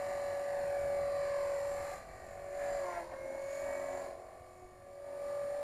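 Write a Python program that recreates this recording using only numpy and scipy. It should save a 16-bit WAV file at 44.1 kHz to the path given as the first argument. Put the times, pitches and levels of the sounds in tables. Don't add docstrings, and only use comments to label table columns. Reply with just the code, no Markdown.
import sys
import numpy as np
from scipy import signal
from scipy.fft import rfft, irfft
from scipy.io import wavfile
from scipy.ndimage import uniform_filter1d

SR = 44100
rng = np.random.default_rng(int(sys.argv[2]) if len(sys.argv) > 2 else 0)


def field_ratio(decibels):
    return 10 ** (np.asarray(decibels, dtype=float) / 20)


def transcribe(signal):
    frames = np.atleast_2d(signal).T
    limited = np.clip(frames, -1, 1)
    pcm = np.round(limited * 32767).astype(np.int16)
    wavfile.write(sys.argv[1], SR, pcm)


N = 248267

PINION_ORDER, TAIL_ORDER = 12.5, 4.074
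SIDE_COUNT = 5

# (time [s], level [dB])
GATE_CURVE = [(0.0, -73), (0.06, -72.5), (1.94, -72.5), (2.05, -82), (2.16, -81), (2.49, -79),
              (2.63, -71.5), (3.01, -72.5), (3.1, -79), (3.49, -74), (3.56, -71.5), (4.06, -72.5),
              (4.17, -80), (4.76, -82), (4.97, -81), (5.08, -77.5), (5.31, -73), (5.63, -72.5)]

SIDEBAND_PARTS = { "far": [(-52, .4, 0.01), (1.65, .3, -8), (2.75, .1, 3), (3.4, .4, -3), (4.15, .15, 5),
                  (4.75, .3, -9), (5.5, .2, -7)], "lower": [(-55.5, .5, 0.01), (.15, .3, -6),
                  (2.65, .4, -11), (3.05, .1, -6), (3.7, .5, -12), (4.3, .15, -4), (4.85, .3, -13)],
                  "upper": [(-54, .6, 0.01), (1.9, .3, -10), (3.03, .08, -8), (3.3, .15, 3), (3.72, .3, 6),
                  (4.7, .35, -10)], "lean": [(-3, 0.01, 0.01), (1.45, .25, 10), (2.45, .3, 5),
                  (3.0, .17, 12), (3.4, .12, 6), (4.05, .15, 8)]}
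GUST_PARTS = { "gust": [(-59.5, .05, -1.1), (.47, .1, -5), (.66, .05, 8), (.85, .05, 8), (1.08, .12, 5),
              (1.75, .2, 5.5), (2.2, .25, 3), (2.65, .12, 5), (3.5, .15, 3)], "deep": [(-14, .05, 1.5),
              (2.15, .4, 11), (2.95, .4, 9), (5.4, .3, -8), (4.66, .05, 12), (4.97, .08, 9)]}


def columns(table):
    time_s, *rest = np.transpose(table)
    return [np.interp(np.arange(N) / SR, time_s, column) for column in rest]


def levels(parts):
    t = np.arange(0, N + 64, 64) / SR
    duck_db = np.interp(t, *np.transpose(GATE_CURVE)) + 72.5
    curves = []
    for (level_db, share, fade_db_s), *changes in parts.values():
        swell_db = sum(d * np.exp(-((t - s) / half_s) ** 2) for s, half_s, d in changes)
        level_db = level_db + share * duck_db + fade_db_s * t + swell_db
        curves.append(np.interp(np.arange(N) / SR, t, level_db))
    return curves


def walk(rate_hz):
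    step = 32
    hold = int(SR / rate_hz / step)
    held = np.repeat(rng.standard_normal(N // step // hold + 2), hold)
    slewed = uniform_filter1d(uniform_filter1d(held, hold), hold)
    return 1.146 * np.repeat(slewed, step)[:N]


def tone(turns, order, db, flicker_db=1.5, rate_hz=9., drift_db=0.):
    cycles = order * turns + rng.random()
    wave = np.sin((2 * np.pi * (cycles - np.floor(cycles))).astype(np.float32))
    level_db = db + flicker_db * walk(rate_hz) + drift_db * walk(2.49)
    return np.sqrt(2) * field_ratio(level_db) * wave


def family(turns, harmonic, sides_db, flicker_db=1.5, drift_db=2.5, lean_db=0.):
    out = 0
    for k, db in enumerate(sides_db):
        offset = k - SIDE_COUNT
        side_db = db - np.sign(offset) * lean_db
        side_drift_db = drift_db if offset else 0
        out = out + tone(turns, harmonic * PINION_ORDER + offset, side_db, flicker_db, 15., side_drift_db)
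    return out


def colour(points):
    hz = np.maximum(np.fft.rfftfreq(N, 1 / SR), 1)
    point_hz, point_db = np.transpose(points)
    return hz, field_ratio(np.interp(np.log(hz), np.log(point_hz), point_db))


def unit(x):
    return x / np.sqrt(np.mean(x ** 2))


def camera():
    pairs_db = [-3, -10.5, -16, -21]
    # (frequency [Hz], density [dB per Hz])
    hiss_colour = [(150, -4), (1500, 1), (3500, 2), (6000, -4), (10000, -1.5), (14400, -4.5)]
    whine_hz, step_hz = 9515.8, 72.64
    t = np.arange(N) / SR
    flips = 0
    for k, db in enumerate(pairs_db):
        flips = flips + (-1) ** k * 2 * field_ratio(db) * np.cos((2 * k + 1) * np.pi * step_hz * t)
    carrier = 2 * np.pi * whine_hz * t
    whine = flips * np.sin(carrier) + 0.24 * np.cos(carrier)
    hiss = unit(irfft(rfft(rng.standard_normal(N)) * colour(hiss_colour)[1], N))
    return field_ratio(columns(GATE_CURVE)[0]) * (np.sqrt(2) * field_ratio(1.5) * whine + field_ratio(5.0) * hiss)


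def wind():
    # (frequency [Hz], density [dB per Hz])
    wind_colour = [(25, -11), (45, -3.5), (60, 0), (100, -3), (125, -3), (200, -10), (300, -11.5),
                   (600, -13), (2000, -31), (5000, -68)]
    hz, gain = colour(wind_colour)
    gust_db, deep_db = levels(GUST_PARTS)
    rumble = unit(irfft(rfft(rng.standard_normal(N)) * gain, N))
    deep_gain = np.exp(-((hz - 30.) / 23.0) ** 2)
    deep = unit(irfft(rfft(rng.standard_normal(N)) * deep_gain, N))
    return field_ratio(gust_db + 2. * walk(14.)) * (rumble + field_ratio(deep_db) * deep)


def ground(x):
    # (time [s], lag [ms])
    ground_lag = [(0, 0.95), (.5, 0.99), (1, 1.35), (1.4, 1.82), (2, 2.43), (2.7, 2.89), (3.25, 3.3),
                  (3.8, 3.05), (4.2, 2.71), (4.8, 2.68), (5.3, 3.45), (5.63, 3.7)]
    grass_gain, grass_hz = 0.44, 3200
    dull = signal.sosfilt(signal.butter(2, grass_hz, fs=SR, output="sos"), x)
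    lag = columns(ground_lag)[0] * SR / 1000
    return x + grass_gain * np.interp(np.arange(N) - lag, np.arange(N), dull)


def air(turns):
    air_parts = { "wash": [(-56, .9, -.3), (.35, .35, 2), (1.5, .3, 2.5), (2.7, .12, 2.5), (3.09, .03, -6),
                 (3.13, .025, 11), (3.36, .06, 8), (3.54, .07, -7), (3.7, .1, 5), (4.0, .12, 3),
                 (4.3, .15, 4), (4.7, .3, -8), (5.4, .1, -4)], "rattle": [(-57, .8, -1.2), (1.3, .1, 4),
                 (1.9, .15, 3), (2.3, .3, 2), (2.68, .1, 3), (2.95, .04, 8), (3.06, .04, -4),
                 (3.13, .03, 7), (3.7, .15, 5), (4.0, .1, 3), (4.7, .35, -6)], "gear": [(-65.5, .8, -.9),
                 (1.35, .2, 2.5), (1.85, .3, 1.5), (2.75, .15, 3), (3.54, .08, 3), (4.6, .4, -2)],
                 "tip": [(-67.5, .7, -1.3), (1.8, .3, 4), (2.3, .3, 2), (3.09, .06, -5), (3.7, .15, 3),
                 (4.2, .15, -3)]}
    # (frequency [Hz], density [dB per Hz])
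    air_colour = [(150, -6.5), (350, -7), (600, 4), (900, -1), (1300, -10.5), (1900, -6.5), (2400, -15.5),
                  (3000, -27), (3500, -32.5), (5000, -26.5), (9000, -33.5), (12000, -34.5), (13700, -41),
                  (14400, -39)]
    # (frequency [Hz], width [Hz], gain [dB])
    body_modes = [(753, 120, 8.5), (4250, 520, 8), (6410, 300, -7.5), (7180, 800, 11), (8200, 300, -3),
                  (8490, 240, 9.5), (10960, 820, 7.5), (12600, 370, 9)]
    bands_hz = [900, 1900, 4800, 11500]
    trims_db, depths = [4., 0.5, 0.94, 0.5], [0.19, 0.2, 0.098, 0.11]
    hz, gain = colour(air_colour)
    gain = gain * field_ratio(sum(db / (1 + (2 * (hz - f) / w) ** 2) for f, w, db in body_modes))
    teeth = rng.standard_normal(2048)
    repeat = np.interp(turns / 2 % 1, np.linspace(0, 1, len(teeth)), teeth)
    throb = np.cos(2 * np.pi * turns) + .5 * np.cos(4 * np.pi * turns + 0.89)
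    source = rfft(rng.standard_normal(N) + 0.29 * repeat) * gain
    out = 0
    for k, (db, trim_db, depth) in enumerate(zip(levels(air_parts), trims_db, depths)):
        share = np.interp(np.log(hz), np.log(bands_hz), np.arange(len(bands_hz)) == k)
        level_db = db + trim_db + 0.68 * walk(10.0) + 0.87 * walk(5.)
        out = out + field_ratio(level_db) * (1 + depth * throb) * unit(irfft(source * share, N))
    return out


def rotors(turns):
    rotor_parts = { "hum": [(-60, 1.1, -.8), (.85, .2, 6), (1.85, .2, -18), (2.7, .1, -20), (2.95, .15, 6),
                   (3.3, .1, 8), (4.0, .08, 3), (4.2, .04, 10), (4.72, .25, 11), (5.12, .12, 8),
                   (5.63, .08, -22)], "octave": [(-54, .6, -1.2), (.3, .35, 5), (1.4, .08, -17),
                   (1.75, .15, 5), (2.97, .07, 8), (3.3, .1, -8), (3.7, .4, -14), (4.07, .06, 10),
                   (5.1, .1, -18), (5.35, .25, -13)], "slap": [(-63, 1.1, 0.01), (1.3, .2, -5),
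                   (1.6, .08, -13), (1.8, .08, 5), (3.14, .05, -18), (3.3, .1, 13), (3.85, .3, 11),
                   (5.1, .08, 7), (5.4, .2, -9)]}
    slap_harmonics = [-17.5, -10, -15, -19, -7, -2, -10, -10, -10, -19, -9]
    hum_db, octave_db, slap_db = levels(rotor_parts)
    out = tone(turns, 2 * TAIL_ORDER, hum_db - 0.3, flicker_db=3.5, rate_hz=25.)
    out += tone(turns, 4 * TAIL_ORDER, octave_db - 3., flicker_db=3.5, rate_hz=38.0)
    slap = 0
    for k, db in enumerate(slap_harmonics):
        slap = slap + field_ratio(db + 2. * walk(9.)) * np.cos(4 * np.pi * (k + 2) * turns)
    blade_rate = tone(turns, 2, levels(GUST_PARTS)[0] - 9, flicker_db=3)
    return out + np.sqrt(2) * field_ratio(slap_db) * slap + blade_rate


def gears(turns):
    gear_parts = { "below": [(-90, 1.1, 0.01), (1.82, .33, 15), (2.3, .25, 11), (2.7, .2, 14),
                  (2.93, .08, 16), (3.04, .04, -10), (3.3, .25, 18), (3.85, .3, 15), (4.65, .1, 8)],
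                  "mesh": [(-78, 1.2, -.8), (1.4, .3, -5), (1.95, .15, 6), (2.3, .2, 10), (2.66, .15, 9),
                  (2.97, .08, -10), (3.2, .15, -7), (3.55, .15, 12), (3.98, .15, 10), (4.65, .1, 9)],
                  "above": [(-80, 1.1, -.3), (.1, .15, 4), (1.7, .45, 13), (2.3, .2, 10), (2.75, .2, 14),
                  (3.04, .07, -15), (3.3, .15, 7), (3.8, .4, 13), (4.6, .2, 5)], "tail": [(-74, .7, -2.5),
                  (.8, .1, -8), (.55, .15, -4), (1.2, .22, 6), (1.9, .2, 4), (2.3, .2, 3), (2.74, .1, 10),
                  (4.05, .1, 7)]}
    sides_11 = [-16, -13, -15, -15, -11, -3, -8, -17, -19, -20, -20]
    sides_12 = [-20, -20, -18, -15, -9, -1, -11, -8, -11, -11, -7]
    sides_13 = [-11, -10, -11, -10, -8, -2, -8, -13, -14, -13, -7]
    below_db, mesh_db, above_db, tail_db = levels(gear_parts)
    out = field_ratio(below_db - 0.5) * family(turns, 11, sides_11, flicker_db=2.2)
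    out += field_ratio(mesh_db + 1.5) * family(turns, 12, sides_12, flicker_db=3.5)
    out += field_ratio(above_db + 1.0) * family(turns, 13, sides_13, flicker_db=4.5)
    tail_orders = [22 * TAIL_ORDER, 23 * TAIL_ORDER, 8 * PINION_ORDER, 26 * TAIL_ORDER]
    for order, db in zip(tail_orders, [-3, -6, -5, -4]):
        out += tone(turns, order, tail_db + db, flicker_db=4.5, rate_hz=5.97)
    return out


def spin(turns):
    spin_harmonics = [-59, -51, -53, -59, -59, -62]
    centre_s, width_s, tail_order = 2.94, 0.083, 4.02
    bite = np.exp(-.5 * ((np.arange(N) / SR - centre_s) / width_s) ** 4)
    stack = 0
    for k, db in enumerate(spin_harmonics):
        stack = stack + tone(turns, 2 * tail_order * (k + 1), db, flicker_db=4.0, rate_hz=45.)
    chopped = tone(turns, 2 * tail_order + PINION_ORDER, -50.0, rate_hz=30.)
    return bite * (stack + chopped)


def motor(turns):
    overtone_parts = { "second": [(-54, .7, -1.2), (.65, .22, -8), (1.3, .3, 4.5), (1.87, .12, 4),
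                      (2.62, .12, -3), (2.87, .1, 5), (3.14, .08, 8), (3.3, .08, -8), (4.3, .15, 1.5),
                      (5.0, .12, -4), (5.35, .15, 5)], "third": [(-57, 1.3, -1.1), (1.07, .12, -11),
                      (1.55, .13, -12), (2.65, .15, 5), (3.0, .08, -15), (3.15, .1, 6), (4.5, .35, -10)],
                      "fourth": [(-66, .7, -1.5), (.55, .13, -10), (.85, .15, 4), (1.4, .15, 4),
                      (2.72, .08, -7), (3.04, .06, -6), (3.28, .2, 12), (3.73, .3, 12.5)]}
    sides_1 = [-21.5, -19, -17, -14, -60, -60, -58, -4, -11.5, -12, -16.5]
    sides_2 = [-16, -18, -16, -10, -12, -6, -4, -16, -23, -24, -24]
    sides_3 = [-15.5, -16, -15.5, -15, -16, -3, -12, -20, -15, -18, -17]
    sides_4 = [-21, -22, -24, -20, -16, 1, -17, -22, -16, -24, -24]
    second_db, third_db, fourth_db = levels(overtone_parts)
    far_db, _, _, lean_db = levels(SIDEBAND_PARTS)
    out = field_ratio(far_db) * family(turns, 1, sides_1)
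    out += field_ratio(second_db) * family(turns, 2, sides_2, drift_db=1.5, lean_db=lean_db)
    out += field_ratio(third_db) * family(turns, 3, sides_3)
    return out + field_ratio(fourth_db) * family(turns, 4, sides_4, flicker_db=1.8)


def unbalance(turns):
    # (time [s], level [dB])
    beam = [(0, -39.5), (1.05, -35), (1.55, -36), (1.9, -43.5), (2.1, -74), (2.3, -52), (2.5, -45),
            (2.62, -37.5), (2.84, -38), (2.97, -56), (3.3, -43), (3.68, -39), (4.02, -42.5), (4.35, -69),
            (4.66, -75), (4.85, -56), (5.26, -39.5), (5.63, -38)]
    tone_db = columns(beam)[0]
    lower_db, upper_db = levels(SIDEBAND_PARTS)[1:3]
    phase, turn = 2 * np.pi * PINION_ORDER * turns, 2 * np.pi * turns
    centre = field_ratio(tone_db + 0.55 * walk(12.)) * np.sin(phase)
    lower = field_ratio(lower_db + 1.2 * walk(5.)) * np.sin(phase - turn + 0.37 * walk(3.95))
    upper = field_ratio(upper_db + 1.5 * walk(5.)) * np.sin(phase + turn + 0.53 * walk(4.07))
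    return np.sqrt(2) * (centre + lower + upper)


def shaft():
    # (time [s], speed [Hz])
    speed = [(0, 568.5), (.5, 569), (1.0, 568), (1.48, 567.5), (1.57, 562), (1.67, 568), (2.55, 571),
             (2.76, 567), (2.88, 552), (3.02, 521.5), (3.14, 535), (3.62, 563), (4.0, 564.5), (4.2, 559),
             (4.7, 560), (5.05, 568.5), (5.45, 570.5), (5.63, 578)]
    jitter = 1 + 0.000598 * walk(30.) + 0.002 * walk(7.)
    return np.cumsum(columns(speed)[0] * jitter) / SR / PINION_ORDER


def scene():
    turns = shaft()
    broad = ground(air(turns) + rotors(turns))
    tonal = gears(turns) + spin(turns) + motor(turns) + unbalance(turns)
    return (camera() + wind() + broad + tonal)[None]


def top_cut(x):
    return signal.sosfilt(signal.butter(12, 14440, fs=SR, output="sos"), x)


def record(dry):
    return top_cut(dry)


dry = scene()
out = record(dry)
transcribe(out)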